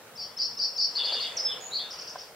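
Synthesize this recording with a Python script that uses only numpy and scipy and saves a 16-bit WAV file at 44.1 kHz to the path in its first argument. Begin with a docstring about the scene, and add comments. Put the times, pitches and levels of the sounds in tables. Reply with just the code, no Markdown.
"""A small bird sings from a bush top: four buzzy chirps, a two-level rattle, a thin whistle, short
buzzes and a fading trill. Each stroke is a whistled tone, roughened by fast swings of pitch and
level and smeared by echoes from the vegetation. Behind it a distant rush swells over a low rumble,
microphone hiss, a faint hum and another bird far off. Three dull knocks on wood land nearby."""
import sys
import numpy as np
from scipy import signal
from scipy.io import wavfile
from scipy.ndimage import uniform_filter1d

SR = 44100
rng = np.random.default_rng(int(sys.argv[2]) if len(sys.argv) > 2 else 0)


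def wav_out(sig):
    """Save sig, one row per channel (or a flat mono array), as 16-bit PCM at SR to the path in sys.argv[1]."""
    wavfile.write(sys.argv[1], SR, np.round(np.clip(np.atleast_2d(sig).T, -1, 1) * 32767).astype(np.int16))


N = 103635


def amp(db):
    return 10 ** (np.asarray(db) / 20)


def unit_rms(x):
    return x / np.sqrt(np.mean(x ** 2) + 1e-20)


def curve_at(points, hz):
    f, value = np.transpose(points)
    return np.interp(np.log(hz + 1), np.log(f + 1), value)


def add(mix, start_s, sound):
    part = mix[:, round(start_s * SR):][:, :sound.shape[1]]
    part += sound[:, :part.shape[1]]


def wander(count, span):
    """Random drift, smoothed over about span samples."""
    return unit_rms(signal.fftconvolve(rng.standard_normal(12000), np.hanning(2 * span), "valid"))[:count]


# Stereo image of the noise beds. Each row: frequency in Hz, left-right correlation.
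BED_IMAGE = [(30, 0.9), (100, 0.97), (500, 0.91), (1200, 0.82), (3000, 0.13), (7000, -0.44), (15000, 0.023)]

def noise_bed(colour, patchy_db):
    """Coloured stereo noise with drifting louder and softer patches."""
    hz = np.fft.rfftfreq(1024, 1 / SR)
    a, b, c, d, patches = rng.standard_normal((N // 256 + 5, 513, 5)).T
    patches = unit_rms(uniform_filter1d(uniform_filter1d(patches, 8, 0), 10, 1))
    likeness = curve_at(BED_IMAGE, hz)[:, None]
    left = a + 1j * b
    right = likeness * left + np.sqrt(1 - likeness ** 2) * (c + 1j * d)
    spectrum = np.array([left, right]) * amp(curve_at(colour, hz)[:, None] + patchy_db * patches)
    return unit_rms(signal.istft(spectrum, nperseg=1024, noverlap=768)[1][:, :N])


# Tone colours. Each row: frequency in Hz, relative level in dB.
RUSH_COLOUR = [(200, -20), (330, -11), (500, 0), (1000, -3.5), (2000, -7.5), (4000, -8.5), (8000, -16.5),
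               (11000, -26), (15000, -64)]
RUMBLE_COLOUR = [(40, -22), (80, -3), (180, 2.5), (260, 0.5), (400, -23)]
# Fader moves. Each row: time in seconds, level in dB.
RUSH_FADER = [(0, -54), (.6, -52), (.85, -54), (1.0, -44), (1.15, -41), (1.45, -44), (1.7, -47),
              (1.95, -47), (2.1, -48.5), (2.35, -53)]
RUMBLE_FADER = [(0, -61.5), (.6, -58), (.9, -63), (1.5, -61.5), (2.35, -63)]

def rush_and_rumble():
    """A far, broad rush and a low rumble swell and ebb."""
    t = np.arange(N) / SR
    return sum(noise_bed(colour, patchy_db=2.0) * amp(np.interp(t, *np.transpose(fader)))
               for colour, fader in ((RUSH_COLOUR, RUSH_FADER), (RUMBLE_COLOUR, RUMBLE_FADER)))


# The hum's glide. Each row: time in seconds, pitch in Hz, level in dB.
HUM_GLIDE = [(0, 470, -70), (.3, 488.4, -64), (0.648, 471.8, -60.5), (.9, 488, -60.5), (1.2, 499.5, -56.5),
             (1.55, 503.6, -56.5), (1.75, 491, -61), (2.05, 474, -85), (2.35, 473, -61.5)]

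def hum(width_hz=17.7):
    """A faint, wavering hum far away: a tone blurred by narrow-band noise."""
    times, hz, db = np.transpose(HUM_GLIDE)
    t = np.arange(N) / SR
    pole = np.exp(-np.pi * width_hz / SR)
    noise = rng.standard_normal(N) + 1j * rng.standard_normal(N)
    fuzz = signal.lfilter([1], [1, -2 * pole, pole * pole], noise)
    fuzz /= np.sqrt(np.mean(abs(fuzz) ** 2))
    tone = np.exp(2j * np.pi * np.cumsum(np.interp(t, times, hz)) / SR)
    return amp(np.interp(t, times, db)) * unit_rms(((1.07 + fuzz) * tone).real)


# Colour of the hiss. Each row: frequency in Hz, relative level in dB.
HISS_COLOUR = [(40, -18), (100, -44), (330, -7), (480, -2.5), (634, -2.5), (1550, -9), (4720, -25),
               (6790, -18), (15700, -17.5)]

def hiss(level_db=-52.5):
    """The microphone's noise floor."""
    return amp(level_db) * noise_bed(HISS_COLOUR, patchy_db=1.64)


# Stroke shapes. 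Each row: time from the syllable's cue in seconds, base pitch in Hz,
# relative level in dB, pitch swing either way in Hz.
CHIRP_LEAD = [(-.021, 5080, -26, 0), (-.011, 5130, -8, 0), (-.005, 5400, -11, 60), (.003, 6400, -22, 250)]
CHIRP_BUZZ = [(0, 3900, -20, 150), (.006, 4650, -5, 40), (.02, 4780, 0, 40), (.027, 4850, -1, 520),
              (.06, 4950, -1, 600), (.08, 4950, -4, 560), (.09, 4950, -26, 500)]
FAR_CHURR = [(0, 3150, -12, 150), (.03, 3200, 0, 200), (.1, 3180, -5.5, 200), (.13, 3050, -26, 150)]
RATTLE_HIGH = [(0, 4300, -9, 218), (.012, 4540, 0, 274), (.028, 4663, 0.5, 330), (.037, 4950, -8, 330)]
RATTLE_LOW = [(.028, 3740, -10, 60), (.04, 3553, -3, 92), (.072, 3470, -2, 90), (.088, 3280, -12, 89)]
RATTLE_BLIPS = [(.037, 2935, -14, 120), (.045, 2910, -12, 118), (.075, 2880, -12.5, 120),
                (.085, 2973, -10, 120)]
WHISTLE_DROP = [(0, 7000, -30, 100), (.004, 6000, -6, 0), (.011, 5450, 0, 0), (.016, 4900, -11, 200),
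                (.023, 3900, -15, 250)]
WHISTLE_HOLD = [(.022, 4610, -15, 0), (.036, 5193, -2, 0), (.055, 5222, -3.5, 0.015), (.1, 5230, -2, 0),
                (.117, 5222, -18, 0)]
LOW_BUZZ = [(0, 3300, -13, 80), (.035, 3520, -3.5, 128), (.058, 3402, 1, 160), (.066, 2950, -7.5, 120),
            (.08, 3050, -24, 121.1)]
THIN_LEAD = [(0, 6030, -12, 250), (.008, 6850, -5, 250), (.014, 7200, -4, 250)]
THIN_HOLD = [(.018, 6850, -1, 61), (.04, 6846, 0.5, 80), (.065, 6760, -0.5, 80), (.098, 6850, -3.5, 80),
             (.108, 6830, -16, 79.4)]
RISING_BUZZ = [(0, 3750, -20, 100), (.025, 4123, -1, 232), (.058, 4440, 3.5, 303), (.068, 4570, -9, 420),
               (.076, 4700, -24, 401)]
RISING_TAIL = [(.076, 3168, -18, 150), (.092, 3550, -5.5, 180), (.13, 3626, -9, 130), (.17, 3750, -20, 100),
               (.185, 3670, -24, 102)]
TRILL_UP = [(0, 4380, -8, 200), (.005, 4700, -1.5, 250), (.01, 5164, 0, 250), (.018, 5280, -6, 250)]
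TRILL_TIP = [(-.005, 5390, -9, 200), (.002, 5550, 0.5, 200), (.008, 5700, -21, 200)]
TRILL_DOWN = [(.018, 6860, -21, 300), (.024, 5820, -5, 352), (.032, 5060, -0.5, 405),
              (.048, 4820, -12.5, 350), (.062, 4900, -13, 349)]

def stroke(shape, trill_hz, rise, dip, pitch, drift_hz=7.6, full_rasp_swing_hz=302):
    """One whistled tone whose pitch swings up and back each trill cycle, ducking on the way down."""
    times, hz, db, swings = np.transpose(sorted(shape))
    t = np.arange(times[0], times[-1], 1 / SR)
    cycle = np.cumsum(trill_hz * (1 + 0.222 * wander(len(t), span=300))) / SR % 1
    rise = np.clip(rise, .1, .9)
    sweep = np.sin(np.pi / 2 * np.interp(cycle, [0, rise, 1], [-1, 1, -1]))
    swing = np.interp(t, times, swings)
    freq = pitch * np.interp(t, times, hz) + sweep * swing + drift_hz * wander(len(t), span=93)
    pulse = 1 - dip * np.cos(np.pi * (cycle - (1 + rise) / 2)) ** 2
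    rasp = 1 + 0.2 * np.minimum(swing / full_rasp_swing_hz, 1) * wander(len(t), span=52)
    fade = np.minimum(np.minimum(t - times[0], times[-1] - t) / 0.0012, 1)
    envelope = fade * pulse * rasp * amp(np.interp(t, times, db))
    return times[0], np.sqrt(2) * envelope * np.sin(2 * np.pi * np.cumsum(freq) / SR)


# Syllables. Each row: stroke shape, trill rate in Hz, rising share of a cycle, dip depth from 0 to 1.
CHIRP = [(CHIRP_LEAD, 130, .6, 0), (CHIRP_BUZZ, 131, 0.532, 0.43)]
FAR = [(FAR_CHURR, 72, 0.56, 0.37)]  # the distant bird
RATTLE = [(RATTLE_HIGH, 170, 0.88, 0.48), (RATTLE_LOW, 140, 0.38, 1), (RATTLE_BLIPS, 70, 0.16, .99)]
WHISTLE = [(WHISTLE_DROP, 255, .6, 0.082), (WHISTLE_HOLD, 100, .6, 0)]
LOW = [(LOW_BUZZ, 170, 0.34, 0.82)]
THIN = [(THIN_LEAD, 190, .6, .3), (THIN_HOLD, 54.8, 0.53, 0.61)]
RISING = [(RISING_BUZZ, 140, 1, 0.52), (RISING_TAIL, 120, 0.77, 0.78)]
TRILL = [(TRILL_UP, 217, .6, .3), (TRILL_TIP, 210, .6, 0.19), (TRILL_DOWN, 191, 0.53, 0.27)]
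# The score. Each row: syllable, gain in dB, pitch factor, pan as left minus right in dB.
SONG = [(CHIRP, -36.5, 1.017, 2.7), (CHIRP, -26.5, 1.007, 2.7), (CHIRP, -25.5, 1.008, 2.1),
        (CHIRP, -23.5, 1.001, 2.1), (RATTLE, -26, 1.001, 2.5), (RATTLE, -27, 1.001, 2.9),
        (RATTLE, -27.5, 1.001, 2.1), (RATTLE, -28.5, 1.001, 1.7), (WHISTLE, -25.5, 1.001, 0.45),
        (LOW, -30, 1.001, 0.72), (THIN, -42, 1.001, 0.58), (RISING, -29, 1.001, 1.5),
        (TRILL, -38.5, 1.001, 1.4), (TRILL, -38, 1.001, 1.1), (TRILL, -38.5, 1.03, 0.98),
        (TRILL, -41.5, 1.001, 0.68), (FAR, -58.5, 1.001, .2), (FAR, -62, 1.001, 0.25), (FAR, -71, 0.83, .2),
        (FAR, -57, 0.97, .2)]
# One cue in seconds for each row of the score.
CUES = [.173, .385, .588, .777, .952, 1.034, 1.116, 1.198, 1.366, 1.466, 1.603, 1.71, 1.908, 1.989, 2.075,
        2.185, .22, .35, .5, 1.9]

def birds():
    """The near bird's song and the far bird's churrs, stroke by stroke."""
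    out = np.zeros((2, N))
    for cue, (syllable, db, pitch, pan_db) in zip(CUES, SONG):
        for part in syllable:
            offset, tone = stroke(*part, pitch)
            add(out, cue + offset, tone * amp([[db + pan_db / 2], [db - pan_db / 2]]))
    return out


def echoes(song, far_db=1.5, far_t60_s=.31, near_db=-4, near_t60_s=.05, centre=0.65, turn_hz=4.102):
    """Dense scattering from leaves and reeds; three tails take turns as the bird turns its head."""
    t = np.arange(SR // 2) / SR
    turn = np.arange(N) / SR * turn_hz
    out = np.zeros((2, N))
    for k in range(3):
        noise = rng.standard_normal((3, len(t)))
        bright_sides = np.sqrt(1 - centre ** 2) * np.diff(noise[1:], prepend=0)
        scatter = (centre * noise[:1] + bright_sides) * (t > 0.00098)
        far = scatter * np.minimum(t / 0.025, 1) * amp(-60 * t / far_t60_s)
        near = scatter * amp(-60 * t / near_t60_s)  # inside the bush itself
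        tail = amp(far_db) * far / np.linalg.norm(far[0]) + amp(near_db) * near / np.linalg.norm(near[0])
        send = np.sqrt(2 / 3) * np.cos(np.pi * (turn + k / 3))
        out += signal.fftconvolve(song * send, tail, axes=1)[:, :N]
    return out


# The hits. Each row: start in seconds, peak level in dB, pitch factor.
KNOCKS = [(1.122, -28.5, 0.88), (1.146, -34.5, 0.8), (2.1565, -27, 1.037)]
# The wood's ring. Each row: base frequency in Hz, relative level in dB, seconds to fall 60 dB.
WOOD_MODES = [(730, 6.5, 0.019), (960, 4, 0.022), (1495, -8, 0.045)]

def knocks(attack_s=0.00153):
    """Dull knocks on wood: three modes that die away fast."""
    out, t = np.zeros((2, N)), np.arange(2500) / SR
    for start, peak_db, pitch in KNOCKS:
        ring = sum(amp(db - 60 * t / t60) * np.sin(2 * np.pi * hz * pitch * t)
                   for hz, db, t60 in WOOD_MODES)
        ring *= -np.minimum(t / attack_s, 1)
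        add(out, start, np.tile(amp(peak_db) * ring / abs(ring).max(), (2, 1)))
    return out


def scene():
    """Birdsong and its echoes, with dry knocks, over the background beds."""
    song = birds()
    return song + echoes(song) + knocks() + rush_and_rumble() + hum() + hiss()


def record(dry, low_cut_hz=50, high_cut_hz=15800):
    """The microphone's bass roll-off, then a steep high cut."""
    thinned = signal.sosfilt(signal.butter(2, low_cut_hz, "high", fs=SR, output="sos"), dry)
    high_cut = signal.firwin(1023, high_cut_hz, window=("kaiser", 10), fs=SR)
    return signal.oaconvolve(thinned, high_cut[None], "same")


dry = scene()
out = record(dry)
wav_out(out)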